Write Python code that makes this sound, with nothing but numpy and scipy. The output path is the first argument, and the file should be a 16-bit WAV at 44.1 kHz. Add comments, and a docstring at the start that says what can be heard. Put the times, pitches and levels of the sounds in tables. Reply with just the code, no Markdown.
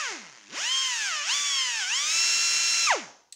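"""A small workshop, one microphone: a four-vane air die grinder runs free over a wooden bench.
It coasts down, is throttled up three times, the last to a held full speed, then shut off.
The vanes chop the exhaust into a whine, a sum of swept harmonics, over a loud hiss of gated noise.
Loose vanes tick at low speed; with little air the vanes pump a falling hoot of their own.
A soft thud marks the air being cut, and at the end the throttle lever snaps back in two clicks."""
import sys
import numpy as np
from scipy import signal
from scipy.fft import rfft, irfft
from scipy.io import wavfile
from scipy.ndimage import uniform_filter1d

SR = 44100
rng = np.random.default_rng(int(sys.argv[2]) if len(sys.argv) > 2 else 0)


def wav_record(signal):
    """Record a signal, one row per channel, as 16-bit PCM in the file named by sys.argv[1]."""
    frames = np.transpose(np.atleast_2d(signal))
    bounded = np.clip(frames, -1, 1)
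    # unit amplitude maps onto the largest positive 16-bit level
    quanta = np.round(bounded * 32767).astype(np.int16)
    wavfile.write(sys.argv[1], SR, quanta)


N = 147735
T = np.arange(N) / SR
VANES = 4


def amp(db):
    """Amplitude ratio of a level in dB."""
    return 10 ** (np.asarray(db) / 20)


def unit(x):
    """Scales to rms 1."""
    return x / np.sqrt(np.mean(x ** 2) + 1e-20)


def curve(points):
    """Straight lines through (time, value) points, at every sample."""
    return np.interp(T, *np.transpose(points))


def read(points, hz):
    """Reads (frequency, value) points along a log frequency axis."""
    f, value = np.transpose(points)
    return np.interp(np.log(hz + 1), np.log(f + 1), value)


def colour(x, points):
    """Filters by a spectrum, keeping the power of white noise."""
    size = 2 * len(x)  # padded, so the end does not wrap onto the start
    gain = unit(amp(read(points, np.fft.rfftfreq(size, 1 / SR))))
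    return irfft(rfft(x, size) * gain, size)[:len(x)]


def drift(rate_hz):
    """Smooth chance of rms 1: noise low-passed at rate_hz."""
    step = 32  # samples between computed points
    slow = np.arange(N // step + 2) * step / SR
    hz = np.fft.rfftfreq(len(slow), step / SR)
    spectrum = rfft(rng.standard_normal(len(slow))) / (1 + (hz / rate_hz) ** 2)
    return np.interp(T, slow, unit(irfft(spectrum, len(slow))))


# rate at which vanes pass the exhaust port, before smoothing and wobble [t/s, f/Hz]
SPEED = [(0, 643), (.094, 447.4), (.15, 320), (.195, 230.6), (.254, 172.1), (.32, 134.5), (.4, 106.2),
         (.48, 98), (.52, 164.5), (.555, 349.3), (.59, 614.6), (.62, 797.5), (.66, 949), (.7, 1028),
         (.74, 1062), (.83, 1063), (.88, 1032), (1.05, 812.4), (1.08, 770), (1.13, 639.6), (1.17, 602.6),
         (1.225, 574), (1.26, 672), (1.3, 926), (1.345, 1152), (1.42, 1164), (1.49, 1138), (1.63, 1039),
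         (1.79, 869), (1.82, 769), (1.85, 716), (1.89, 787.3), (1.95, 1027), (1.99, 1124), (2.13, 1308),
         (2.23, 1361), (2.55, 1365), (2.75, 1362), (2.84, 1353), (2.866, 1330), (2.896, 1093), (2.925, 744),
         (2.95, 510.6), (2.978, 352), (3.006, 255), (3.052, 159.6), (3.1, 110), (3.3, 35.5)]
WOBBLE = .0006  # rms, as a fraction of the rate
JITTER_TURNS = .006  # rms, in vane passages


def rotor():
    """Vane rate, and its integral: the count of vanes passed."""
    smooth_hz = uniform_filter1d(curve(SPEED), size=500, mode="nearest")
    hz = smooth_hz * (1 + WOBBLE * drift(12))
    return hz, np.cumsum(hz) / SR + JITTER_TURNS * drift(200)


# air flow through the exhaust, as hiss before its colour [t/s, level/dB]
AIR = [(0, -33.5), (.07, -36), (.16, -42.5), (.25, -51.5), (.4, -54), (.48, -52.5), (.51, -46.5),
       (.55, -37.5), (.59, -33.5), (.7, -31.5), (1.05, -31), (1.24, -35.5), (1.34, -28.5), (1.55, -30.5),
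       (1.86, -33), (2.0, -31), (2.15, -25.5), (2.55, -26), (2.86, -26.5), (2.93, -36), (3.0, -44),
       (3.1, -57), (3.3, -77.5)]
FULL_DB, SLIGHT_DB = -25, -42  # hiss at which the flow counts as full and as slight


def fullness():
    """How far the throttle is open, 0-1, taken from the air flow."""
    return np.clip((curve(AIR) - SLIGHT_DB) / (FULL_DB - SLIGHT_DB), 0, 1)


# strength of the whine, all but the two leading harmonics [t/s, level/dB]
WHINE = [(0, -6), (.085, -7), (.15, -42), (.3, -41), (.48, -36), (.56, -8.5), (.64, -1.5), (.8, 0.5),
         (1.0, -3.5), (1.15, -3.5), (1.24, -5.5), (1.31, 5), (1.45, -1), (1.6, 3), (1.75, -2.5),
         (1.81, 0.5), (1.87, -7), (1.95, 3.5), (2.2, 4), (2.83, 4), (2.88, 3.5), (2.95, -8.5), (3.05, -21),
         (3.3, -80)]
# response of housing and exhaust port to the vane pulses [f/Hz, level/dB]
PORT = [(100, -66), (150, -47.5), (220, -58), (330, -47.5), (550, -54), (850, -43), (1100, -41),
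        (1400, -39.5), (1900, -36.5), (2400, -34.5), (3000, -34.5), (3700, -43), (4400, -43.5), (5000, -41),
        (5450, -33), (5900, -38.5), (6500, -38), (7300, -43), (8200, -50.5), (9500, -58.5), (12000, -75.5),
        (16000, -67)]
# vane harmonics 2 and 3 swell and fade on their own [number: t/s, level/dB]
LEADING = {2: [(0, -32.5), (.06, -43), (.13, -69), (.3, -96), (.52, -57), (.6, -43), (.67, -33.5),
           (.73, -50), (.82, -47), (.87, -37), (1.1, -32.5), (1.22, -39.5), (1.4, -38.5), (1.6, -37.5),
           (1.8, -33.5), (2.05, -36.5), (2.2, -30), (2.87, -31.5), (2.95, -46), (3.1, -105)],
           3: [(0, -34.5), (.085, -34.5), (.14, -92), (.5, -59), (.6, -50.5), (.65, -30), (.79, -24),
           (.88, -30.5), (.93, -36.5), (1.19, -35), (1.26, -48), (1.3, -26), (1.4, -32.5), (1.6, -27),
           (1.72, -35), (1.86, -41), (1.93, -25.5), (2.05, -35.5), (2.2, -33), (2.85, -30.5), (2.91, -37),
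           (2.96, -36), (3.1, -105)]}
# the other vane harmonics; higher ones keep the last row [number: level/dB, gain at full flow/dB]
HARMONICS = {1: (0, -12), 4: (-1, 5), 5: (0, 0), 6: (1, -4), 7: (2, -7), 8: (-2, -8)}
FLUTTER_DB = 2
# unlike vanes add shaft harmonics a quarter, half and three quarters of the way up to each
# vane harmonic; higher ones keep the last row [level/dB, level/dB, level/dB]
UNEVEN_DB = [(-23, -15.5, -20), (-10.5, -14, -7), (-34.5, -14.5, -6), (-15, -7.5, -10), (-1.5, -38, -4),
             (-14, -15.5, -20)]
UNEVEN_SPREAD_DB, UNEVEN_FLUTTER_DB, UNEVEN_FULL_DB = 1.5, 2.5, -4  # the last at full flow


def whine(hz, turns):
    """Vane and weaker shaft harmonics sweep through the port's resonances; two have their own levels."""
    full = fullness() ** 6
    strength_db = curve(WHINE)
    out = np.zeros(N)
    for k in range(1, 12 * VANES + 1):  # shaft harmonics; every fourth is a vane harmonic
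        order, number = k / VANES, k // VANES
        chance = rng.standard_normal()
        db = strength_db + read(PORT, order * hz)
        if k % VANES:
            db += UNEVEN_DB[min(number, len(UNEVEN_DB) - 1)][k % VANES - 1]
            db += UNEVEN_FULL_DB * full
            db += UNEVEN_SPREAD_DB * chance + UNEVEN_FLUTTER_DB * drift(14)
        elif number in LEADING:
            db = curve(LEADING[number]) + FLUTTER_DB / 2 * drift(36)
        else:
            base_db, full_db = HARMONICS[min(number, max(HARMONICS))]
            db += base_db + full_db * full
            db += FLUTTER_DB * (1 - full / 2) * drift(8.3)  # steadier at full flow
        out += amp(db) * np.cos(2 * np.pi * (order * turns + rng.random()))
    return np.sqrt(2) * out


# shape of the exhaust hiss at full flow [f/Hz, level/dB per Hz]
HISS_FULL = [(30, -39), (150, -25.5), (400, -22.5), (800, -18), (1400, -10), (2000, -5.5), (2600, -3),
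             (3300, -5), (3900, -12.5), (4800, -1), (5600, -4.5), (6400, 4), (7100, 0), (7800, -7),
             (9200, -15.5), (11000, -25), (13500, -32), (15700, -24)]
# shape of the exhaust hiss at slight flow [f/Hz, level/dB per Hz]
HISS_SLIGHT = [(30, -79.5), (150, -40.5), (400, -19.5), (800, -16.5), (1400, 5), (2000, 5), (2600, 9.5),
               (3300, 6), (3900, 2.5), (4800, 3.5), (5600, 6.5), (6400, 6.5), (7100, 5.5), (7800, -17),
               (9200, -9), (11000, -53), (13500, -30), (15700, -50)]
PUFF_TURNS = .14  # decay of a puff, in vane passages
PUFF_FAST, PUFF_SLOW, PUFF_BELOW_HZ = .8, 2.5, 260  # puff height; the slow part adds below this rate
SHAFT_THROB = 0.24  # depth of the swell once a shaft turn


def exhaust(hz, turns):
    """Hiss that leaves in one puff per vane: separate putters when slow, a brighter rush at full flow."""
    height = PUFF_FAST + PUFF_SLOW / (1 + (hz / PUFF_BELOW_HZ) ** 4)
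    puffs = 1 + height * np.exp(-(turns % 1) / PUFF_TURNS)
    throb = 1 + SHAFT_THROB * np.cos(2 * np.pi * turns / VANES)
    gate = puffs * throb
    gate = gate / np.sqrt(uniform_filter1d(gate ** 2, size=1500))  # even local power
    air = gate * rng.standard_normal(N) * amp(curve(AIR))
    full = fullness()
    return full * colour(air, HISS_FULL) + (1 - full) * colour(air, HISS_SLIGHT)


# loose vanes slap the bore, mostly at low speed [t/s, level/dB]
SLAPS = [(0, -51), (.1, -34.5), (.2, -46), (.31, -51), (.4, -54), (.48, -62.5), (.52, -51), (.59, -35.5),
         (.66, -60), (2.86, -68), (2.92, -29), (2.97, -39), (3.05, -59), (3.15, -95)]
# colour of the slaps [f/Hz, level/dB]
SLAP_COLOUR = [(60, -30), (200, -13), (600, -7), (1100, -2), (1600, -2), (2150, 2.5), (2600, -8.5),
               (3300, -13), (4500, -8), (6500, -4.5), (8000, -21), (16000, -59)]
SLAP_SPREAD_DB, SLAP_RING_S = 3, .0007


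def slaps(hz, turns):
    """One sharp tick per vane, each of its own strength, rings the housing briefly."""
    vane = np.round(np.maximum(turns, 0)).astype(int)
    strength = amp(SLAP_SPREAD_DB * rng.standard_normal(N))[vane]
    offset = (turns - vane) * SR / hz  # samples from the nearest tick
    ticks = np.sinc(offset) * np.sinc(offset / 4) * (abs(offset) < 4)  # falls between samples
    ticks = ticks * np.sqrt(SR / hz)  # even power at any rate
    ring = rfft(rng.standard_normal(N) * np.exp(-T / SLAP_RING_S))
    ring_phase = ring / (abs(ring) + 1e-9)  # smears the ticks without colouring them
    rung = irfft(rfft(strength * ticks * amp(curve(SLAPS))) * ring_phase, N)
    return colour(rung, SLAP_COLOUR)


# shape of the steady noise floor [f/Hz, level/dB per Hz]
FLOOR = [(25, -10.5), (70, 1), (150, -4.5), (400, -13), (1000, -54), (4000, -7), (15000, -24)]
FLOOR_DB = -79


def noise_floor():
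    """Steady coloured noise under everything, strongest in the bass."""
    return amp(FLOOR_DB) * colour(rng.standard_normal(N), FLOOR)


# workshop reverberation time [f/Hz, t60/s]
ROOM = [(150, 0.65), (1000, 0.62), (2500, 0.38), (6000, 0.57), (9000, 0.35), (15000, 0.12)]
# bench, vice and wall close by, later than the direct sound [delay t/s, gain]
ECHOES = [(.0019, 0.098), (.0052, 0.12), (.0093, 0.079)]
WHINE_ROOM_DB, HISS_ROOM_DB = -18, -8  # level of the diffuse tail for tones and for noises


def workshop(x, room_db):
    """Near echoes and a diffuse tail of noise that dies at its own pace in each band."""
    hz, t, z = signal.stft(rng.standard_normal(SR), SR, nperseg=256)
    decay = amp(-60 * t / read(ROOM, hz)[:, None])
    onset = np.minimum(t / 0.004, 1)
    tail = signal.istft(z * decay * onset, SR, nperseg=256)[1]
    tail = tail / np.linalg.norm(tail)
    near = sum(gain * np.interp(T - delay, T, x, left=0) for delay, gain in ECHOES)
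    return x + near + amp(room_db) * signal.fftconvolve(x, tail)[:N]


# spells of pumping at low pressure; level is the fundamental's at 1 kHz, before order and knee
# [start t/s, end t/s, onset t/s, level/dB]
COASTS = [(0.1, 0.358, 0.083, -23), (0.48, .55, 0.019, -19.5), (2.871, 2.903, .004, -27.5),
          (2.903, 3.119, 0.0047, -17.5)]
# harmonics of the hoot, from the first up [level/dB]
COAST_ORDER_DB = [0, 2.5, -4, -7, -11, -21]
COAST_EDGE_S, COAST_DB_PER_OCTAVE = 0.0043, 11  # fade-out at the end of each spell; rise with vane rate
COAST_KNEE_HZ, COAST_CUT_HZ = 212, 3700  # falls faster below the knee rate; harmonics die above the cut
COAST_BRIGHT_HZ = 600  # below this rate the hoot loses its overtones


def coasting(hz, turns):
    """With little pressure the vanes pump air themselves: a hollow hoot, duller and fainter when slower."""
    level = np.zeros(N)
    for start, end, onset, db in COASTS:
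        edges = np.minimum((T - start) / onset, (end - T) / COAST_EDGE_S)
        level += amp(db) * np.clip(edges + .5, 0, 1)  # half open at start and end
    level *= amp(COAST_DB_PER_OCTAVE * np.log2(hz / 1000))
    level /= 1 + (COAST_KNEE_HZ / hz) ** 3
    bright = 1 / (1 + (COAST_BRIGHT_HZ / hz) ** 2)
    tone = np.zeros(N)
    for k, db in enumerate(COAST_ORDER_DB, 1):
        gain = amp(db) * (bright if k > 1 else 1) / (1 + (k * hz / COAST_CUT_HZ) ** 8)
        tone += gain * np.sin(2 * np.pi * k * turns)
    return np.sqrt(2) * level * tone


# colour of the thud [f/Hz, level/dB]
THUD_COLOUR = [(20, -16), (70, 4), (200, -1), (500, -25), (2000, -59), (16000, -116)]
THUD_S, THUD_WIDTH_S, THUD_DB = 2.905, .018, -55  # centre, half width to 1/e, level before the room


def valve():
    """A soft thud as the air is cut: a bell-shaped burst of low noise."""
    swell = np.exp(-((T - THUD_S) / THUD_WIDTH_S) ** 2)
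    return amp(THUD_DB) * swell * colour(rng.standard_normal(N), THUD_COLOUR)


# lever clicks [t/s, level/dB]
CLICKS = [(3.3244, -30), (3.3266, -33)]
# colour of the clicks [f/Hz, level/dB]
CLICK_COLOUR = [(100, -42), (1000, -28), (2000, -7.5), (4000, 3.5), (6500, -0.5), (8200, 8), (11000, -18),
                (15700, -17)]
CLICK_DECAY_S, CLICK_RING_DB, CLICK_RING_S = 0.0013, -20, 0.01  # ring level is relative to the click


def lever():
    """The metal lever hits its stop and bounces once: noise bursts with a fast and a slow decay."""
    level = np.zeros(N)
    for start, db in CLICKS:
        age = np.maximum(T - start, 0)
        decay = np.exp(-age / CLICK_DECAY_S) + amp(CLICK_RING_DB) * np.exp(-age / CLICK_RING_S)
        level += (T >= start) * amp(db) * decay
    return colour(level * rng.standard_normal(N), CLICK_COLOUR)


def scene():
    """The grinder in the workshop, heard in mono: the same signal on both channels."""
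    hz, turns = rotor()
    tones = workshop(whine(hz, turns) + coasting(hz, turns), WHINE_ROOM_DB)
    noises = workshop(exhaust(hz, turns) + slaps(hz, turns) + valve() + lever(), HISS_ROOM_DB)
    mono = amp(-2.5) * (tones + noises) + noise_floor()
    return np.array([mono, mono])


EDGE_HZ = 15800


def record(dry):
    """The recorder's band limit: a steep low-pass at EDGE_HZ."""
    low_pass = signal.firwin(511, EDGE_HZ, window=("kaiser", 9), fs=SR)
    return signal.oaconvolve(dry, low_pass[None], "same")


dry = scene()
out = record(dry)
wav_record(out)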